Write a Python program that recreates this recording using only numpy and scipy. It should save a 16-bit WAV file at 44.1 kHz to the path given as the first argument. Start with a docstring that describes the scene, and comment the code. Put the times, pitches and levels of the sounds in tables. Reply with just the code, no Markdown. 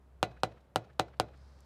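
"""Mallet on a bearing housing

A soft-faced mallet taps a metal housing home five times outdoors, with a faint graze before the fourth blow.
Each contact sums minimum-phase pulses: a metal clack and the dull push of the soft face.
Damped sine modes ring the hand-held casing and shaft; decaying noise and smeared echoes make the yard's answer.
Filtered noise gives sleeve rustle, ticks and open air; a wavering two-harmonic tone is a distant engine.
The recorder overloads on the blows, which rounds off their peaks."""
import sys
import numpy as np
from scipy import signal
from scipy.fft import rfft, irfft, next_fast_len
from scipy.io import wavfile

SR = 44100
rng = np.random.default_rng(int(sys.argv[2]) if len(sys.argv) > 2 else 0)


def to_wav(s):
    """Save 16-bit WAV."""
    ch = np.atleast_2d(s).T  # columns
    pcm = np.round(np.clip(ch, -1, 1) * 32767)  # PCM
    wavfile.write(sys.argv[1], SR, pcm.astype(np.int16))


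N = 72765
T = np.arange(SR // 2) / SR  # time axis of one sound, s
HZ = np.fft.rfftfreq(len(T), 1 / SR)

# Mallet blows, one per row; the faint one is a graze just ahead of a full blow. Levels are relative:
# start_s, strength_db, clack_db, clack_pitch_hz, clack_tilt_db_per_octave (above the pitch),
# upper_modes_db, shaft_db
MALLET_BLOWS = [(.2291, -0.5, -3, 3430, -1, 5, 0), (0.4343, -1.37, -3, 4130, -2.5, 0.5, -5),
                (0.7596, -1.5, -4, 2970, 2, -1.5, -7), (0.9934, -30, -2, 4250, -4, -6, -13),
                (.9967, -1, -1, 4080, -0.5, 3.5, -18), (1.1993, -1.5, -0.5, 5080, 3, -0.5, -3)]


def mallet():
    """Superposition: each blow sums contact, reflections, casing and shaft modes, and the yard's response."""
    out = np.zeros(N)
    weak = partials(count=50)
    for start_s, strength_db, clack_db, clack_hz, tilt_db, upper_db, shaft_db in MALLET_BLOWS:
        knock = contact(clack_db, clack_hz, tilt_db)
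        direct = knock + reflected(knock)
        ringing = casing(weak, upper_db) + shaft(shaft_db)
        add(out, start_s, amp(strength_db) * (direct + ringing + yard()))
    return out


# Spectrum of the soft face's push: frequency_hz, relative_level_db
PUSH_SPECTRUM = [(60, -44), (200, -7), (450, 1), (750, 5), (1100, -1.5), (1450, -0.5), (1900, -12),
                 (3000, -34.5), (8000, -49.5)]
# Spectrum of the housing clacking in its seat: frequency_hz, relative_level_db
CLACK_SPECTRUM = [(500, -25), (1500, 1), (2200, -3.5), (3000, 0.5), (4200, 0.5), (6000, -10.5), (8800, -10),
                  (11500, -19.5), (16000, -21)]
PUSH_DB, PUSH_LAG_S = 14, 0.00014
CLACK_DB, CLACK_T60_S = 5, 0.0031
CLACK_PEAK_DB, CLACK_PEAK_OCTAVES = 6.5, 0.09
CLACK_GRIT = 0.35  # norm of the grit, against a first impulse of 1


def contact(clack_db, clack_hz, tilt_db):
    """Impact excitation: a gritty metal clack, then at once a soft push of opposite sign."""
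    away = octaves(HZ, clack_hz)
    tilt = tilt_db * np.maximum(away, 0)
    peak = CLACK_PEAK_DB * np.exp(-0.5 * (away / CLACK_PEAK_OCTAVES) ** 2)
    clack_pulse = pulse(along(CLACK_SPECTRUM, HZ) + tilt + peak)

    grit = rng.standard_normal(len(T)) * T * fade(CLACK_T60_S)
    grit *= CLACK_GRIT / np.linalg.norm(grit)
    grit[0] = 1  # the main impulse
    clack = signal.fftconvolve(clack_pulse, grit)[:len(T)]

    push = np.interp(T - PUSH_LAG_S, T, pulse(along(PUSH_SPECTRUM, HZ)), left=0)
    return amp(CLACK_DB + clack_db) * clack - amp(PUSH_DB) * push


# First reflections from the ground and the worker: delay_s, level_db
FIRST_REFLECTIONS = [(.0067, -23.5), (.0095, -31), (0.0179, -36)]
REFLECTION_HZ = 3440  # low-pass cutoff


def reflected(sound):
    """Specular reflection with treble absorption: dull, delayed copies of a contact."""
    dull = signal.sosfilt(signal.butter(1, REFLECTION_HZ, fs=SR, output="sos"), sound)
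    return sum(amp(db) * np.interp(T - delay, T, dull, left=0) for delay, db in FIRST_REFLECTIONS)


# Strong modes of the casing: nominal_pitch_hz, nominal_level_db, t60_s
CASING_MODES = [(114.5, -33.5, 0.2), (148, -25, 0.058), (331.6, -33.5, 0.11), (435, -35.5, 0.1),
                (522.4, -23, 0.031), (606, -35.5, 0.12), (741.3, -21.5, 0.064), (1430, -47, 0.14),
                (2000, -50.5, 0.14), (2440, -37, 0.044), (2794, -29.5, 0.026), (3990, -42.5, 0.071),
                (5270, -58.5, 0.066), (6380, -44.5, 0.044)]


def casing(weak, upper_db):
    """Modal superposition: strong modes share the push's sign; weak partials start at random phase."""
    strong_ring = ring(CASING_MODES, upper_db, np.full(len(CASING_MODES), -np.pi / 2))
    weak_ring = ring(weak, upper_db, rng.uniform(0, 2 * np.pi, len(weak)))
    return strong_ring + weak_ring


# Envelope of the casing's many weak, quickly damped partials: frequency_hz, relative_level_db
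PARTIAL_SPECTRUM = [(850, 1), (1400, -5.5), (2000, -5.5), (2800, -11.5), (4000, -10), (5200, -21.5),
                    (7500, -30)]
PARTIALS_DB = -47
PARTIALS_T60_S, PARTIALS_T60_SPREAD = 0.095, 0.15  # median and log-normal spread


def partials(count):
    """Modal density: scattered weak partials as rows (Hz, dB, t60 s), the same set for every blow."""
    place, damping = rng.standard_normal((2, count))
    lowest, highest = PARTIAL_SPECTRUM[0][0], PARTIAL_SPECTRUM[-1][0]
    hz = np.linspace(lowest ** 0.5, highest ** 0.5, count) ** 2
    hz += np.gradient(hz) * place / 2
    level_db = PARTIALS_DB + along(PARTIAL_SPECTRUM, hz)
    t60 = PARTIALS_T60_S * np.exp(PARTIALS_T60_SPREAD * damping)
    return np.column_stack([hz, level_db, t60])


# The shaft's thin lingering modes: nominal_pitch_hz, nominal_level_db, t60_s
SHAFT_MODES = [(2485, -64, .45), (2550, -64, .55), (3950, -66, .5)]


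def shaft(shaft_db):
    """Light damping: a few shaft modes linger as a thin ring."""
    return amp(shaft_db) * ring(SHAFT_MODES, 0, np.zeros(len(SHAFT_MODES)))


UPPER_HZ = 1800
MODE_SCATTER_DB, MODE_DETUNE = 0.5, 0.004  # standard deviations; detune is a fraction of the pitch
RING_RISE_S = 0.0016


def ring(modes, upper_db, phase):
    """Damped free vibration: decaying sines, each a little different at each blow."""
    out = np.zeros(len(T))
    scatter = rng.standard_normal((len(modes), 2))
    for (hz, db, t60), start, (louder, sharper) in zip(modes, phase, scatter):
        gain = amp(db + MODE_SCATTER_DB * louder + upper_db * (hz > UPPER_HZ))
        t = T[:int(1.5 * t60 * SR)]  # stop once 90 dB down
        pitch = hz * (1 + MODE_DETUNE * sharper)
        decay = np.exp(-np.log(1000) * t / t60)
        out[:len(t)] += gain * decay * np.sin(2 * np.pi * pitch * t + start)
    return out * (1 - np.exp(-T / RING_RISE_S))


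# Early scatter from the ground and nearby gear: frequency_hz, relative_level_db
NEAR_SPECTRUM = [(100, -8), (250, -0.5), (500, 3), (800, -1.5), (1400, 4.5), (2000, -7), (2800, -5.5),
                 (4000, -8), (6000, -15), (8500, -18), (11000, -26), (16000, -31)]
# Decay of that early scatter: frequency_hz, t60_s
NEAR_DECAY = [(300, 0.16), (1200, 0.061), (4000, 0.062), (12000, 0.064)]
# Diffuse scatter from the yard: frequency_hz, relative_level_db
YARD_SPECTRUM = [(60, -17), (130, 6.5), (260, -4), (700, 8.5), (1000, -11), (2000, -25), (4000, -28),
                 (7000, -35.5), (15000, -53)]
# Decay of the yard's scatter: frequency_hz, t60_s
YARD_DECAY = [(130, 0.62), (700, 0.29), (2000, 0.74), (4000, 0.62), (10000, 0.14)]
# Echoes from hulls and sheds: delay_s, level_db, smear_s, strongest_hz
YARD_ECHOES = [(.088, -60, .003, 1400), (0.088, -71, 0.0053, 3800), (0.144, -62, .007, 1480),
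               (0.176, -74.5, .004, 4000)]
NEAR_DB = -30.5
YARD_DB, YARD_RISE_S = -41, 0.0044
ECHO_SLOPE_DB = 15  # fall per octave either side of the strongest frequency


def yard():
    """Diffuse scattering: noise with frequency-dependent decay, plus a few smeared echoes of one blow."""
    answer = amp(NEAR_DB) * dying(NEAR_SPECTRUM, NEAR_DECAY) * (1 - np.exp(-T / RING_RISE_S))
    answer += amp(YARD_DB) * dying(YARD_SPECTRUM, YARD_DECAY) * (1 - np.exp(-T / YARD_RISE_S))
    for delay, db, smear, hz in YARD_ECHOES:
        colour = np.column_stack([HZ, -ECHO_SLOPE_DB * np.abs(octaves(HZ, hz))])
        envelope = np.exp(-0.5 * ((T - delay) / smear) ** 2)
        answer += amp(db) * envelope * noise(colour, len(T))
    return answer


# Loudness of the sleeve and glove: time_s, level_db
SLEEVE_LEVEL = [(0, -100), (1.2, -107), (1.35, -70.5), (1.45, -66.5), (1.55, -68.5), (1.65, -67)]
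# Spectrum of the rubbing cloth: frequency_hz, relative_level_db
CLOTH_SPECTRUM = [(200, 8), (1200, 3.5), (2800, -10.5), (5000, -2.5), (7000, -15), (9000, -16.5),
                  (15000, -43)]


def sleeve():
    """Friction noise: cloth rustles as the mallet is drawn back."""
    return amp(curves(SLEEVE_LEVEL)[0]) * noise(CLOTH_SPECTRUM, N)


# Small handling ticks: start_s, level_db, pitch_hz
HANDLING_TICKS = [(1.376, -70, 7800), (1.589, -58.5, 2410), (1.606, -58, 6940)]
TICK_T60_S, TICK_OCTAVES = 0.0098, 0.63


def ticks():
    """Impulsive noise: the grip ticks faintly in short, banded, decaying bursts."""
    out = np.zeros(N)
    for start_s, db, hz in HANDLING_TICKS:
        below = hz / 2 ** (2 * TICK_OCTAVES)
        above = hz * 2 ** (4 * TICK_OCTAVES)
        colour = [(below, -18), (hz, 0), (above, -32)]
        add(out, start_s, amp(db) * fade(TICK_T60_S) * noise(colour, len(T)))
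    return out


# Distant engine, whose hum wavers: time_s, pitch_hz, relative_level_db
ENGINE_HUM = [(0.0, 64.8, -55), (0.128, 65.7, -50), (0.432, 60.93, -47), (0.666, 66.84, -59),
              (0.79, 65, -65), (0.812, 70.2, -58), (0.982, 66.75, -51), (1.506, 68.35, -47),
              (1.65, 66.2, -51.5)]
ENGINE_DB, SECOND_DB = -4, -19.5  # overall trim; second harmonic against the first


def engine():
    """Harmonic tone: a wavering fundamental and its second harmonic, from integrated frequency."""
    hz, db = curves(ENGINE_HUM)
    phase = 2 * np.pi * np.cumsum(hz) / SR
    tone = np.sin(phase) + amp(SECOND_DB) * np.sin(2 * phase)
    return np.sqrt(2) * amp(db + ENGINE_DB) * tone


# Spectrum of the open air: frequency_hz, relative_level_db
AIR_SPECTRUM = [(25, 6), (60, 1.5), (130, 2), (280, -10), (600, -9.5), (950, -15.5), (1400, -19.5),
                (2500, -29), (5000, -37), (9000, -39.5), (15000, -42.5)]
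AIR_DB = -61.5


def open_air():
    """Stationary broadband noise: steady, with its energy mostly at low frequencies."""
    return amp(AIR_DB) * noise(AIR_SPECTRUM, N)


def amp(db):
    """Logarithmic level: decibels to amplitude gain."""
    return 10 ** (np.asarray(db) / 20)


def unit(x):
    """Root-mean-square normalisation: scale to rms 1."""
    return x / np.sqrt(np.mean(x ** 2) + 1e-20)


def octaves(hz, centre_hz):
    """Logarithmic pitch: distance from a centre frequency in octaves."""
    return np.log2((hz + 1) / centre_hz)


def along(points, hz):
    """Logarithmic frequency: (Hz, value) points interpolated on a log axis."""
    f, v = np.transpose(points)
    return np.interp(np.log(hz + 1), np.log(f + 1), v)


def curves(rows):
    """Linear interpolation: one value per sample for each column after the time."""
    s, *cols = np.transpose(rows)
    return [np.interp(np.arange(N) / SR, s, c) for c in cols]


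def fade(t60):
    """Exponential decay: 60 dB in t60 seconds."""
    return amp(-60 * T / t60)


def add(track, s, sound):
    """Linear superposition: mix a sound in at time s."""
    i = round(s * SR)
    track[i:i + len(sound)] += sound[:N - i]


def noise(colour, size):
    """Spectral shaping: white noise filtered to a colour and scaled to rms 1."""
    gain = amp(along(colour, np.fft.rfftfreq(size, 1 / SR)))
    white = rng.standard_normal(size)
    return unit(irfft(rfft(white) * gain, size))


def pulse(db):
    """Minimum phase: the most compact causal pulse with this level at each frequency."""
    n = len(T)
    cepstrum = irfft(np.log(amp(db)), n)
    cepstrum[1:n // 2] *= 2  # fold onto positive time
    cepstrum[n // 2 + 1:] = 0
    return irfft(np.exp(rfft(cepstrum)), n)


def dying(colour, t60s):
    """Frequency-dependent damping: noise whose bands each decay at their own rate."""
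    hz, t, bands = signal.stft(noise(colour, len(T)), SR, nperseg=256)
    decay = amp(-60 * t / along(t60s, hz)[:, None])
    return signal.istft(bands * decay, SR, nperseg=256)[1][:len(T)]


def scene():
    """Superposition: all sources sum at one microphone."""
    return (mallet() + sleeve() + ticks() + engine() + open_air())[None]


# The microphone's treble response: frequency_hz, level_db
MICROPHONE_RESPONSE = [(11000, -0.5), (14500, -1.5), (16500, -14)]
CLIP_LEVEL, CLIP_HARDNESS = 0.29, 7  # ceiling, and sharpness of the bend
LOW_CUT_HZ, TOP_HZ = 70, 16500


def record(dry):
    """Saturation and band limiting: round off peaks, cut rumble, soften treble, limit the band."""
    clipped = dry / (1.5 + np.abs(dry / CLIP_LEVEL) ** CLIP_HARDNESS) ** (1 / CLIP_HARDNESS)
    clipped = signal.sosfilt(signal.butter(2, LOW_CUT_HZ, "high", fs=SR, output="sos"), clipped)
    m = next_fast_len(N + SR // 2)
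    hz = np.fft.rfftfreq(m, 1 / SR)
    low_pass = 1 / (1 + (hz / TOP_HZ) ** 120)
    response = amp(along(MICROPHONE_RESPONSE, hz)) * low_pass
    return irfft(rfft(clipped, m) * response, m)[..., :N]


dry = scene()
out = record(dry)
to_wav(out)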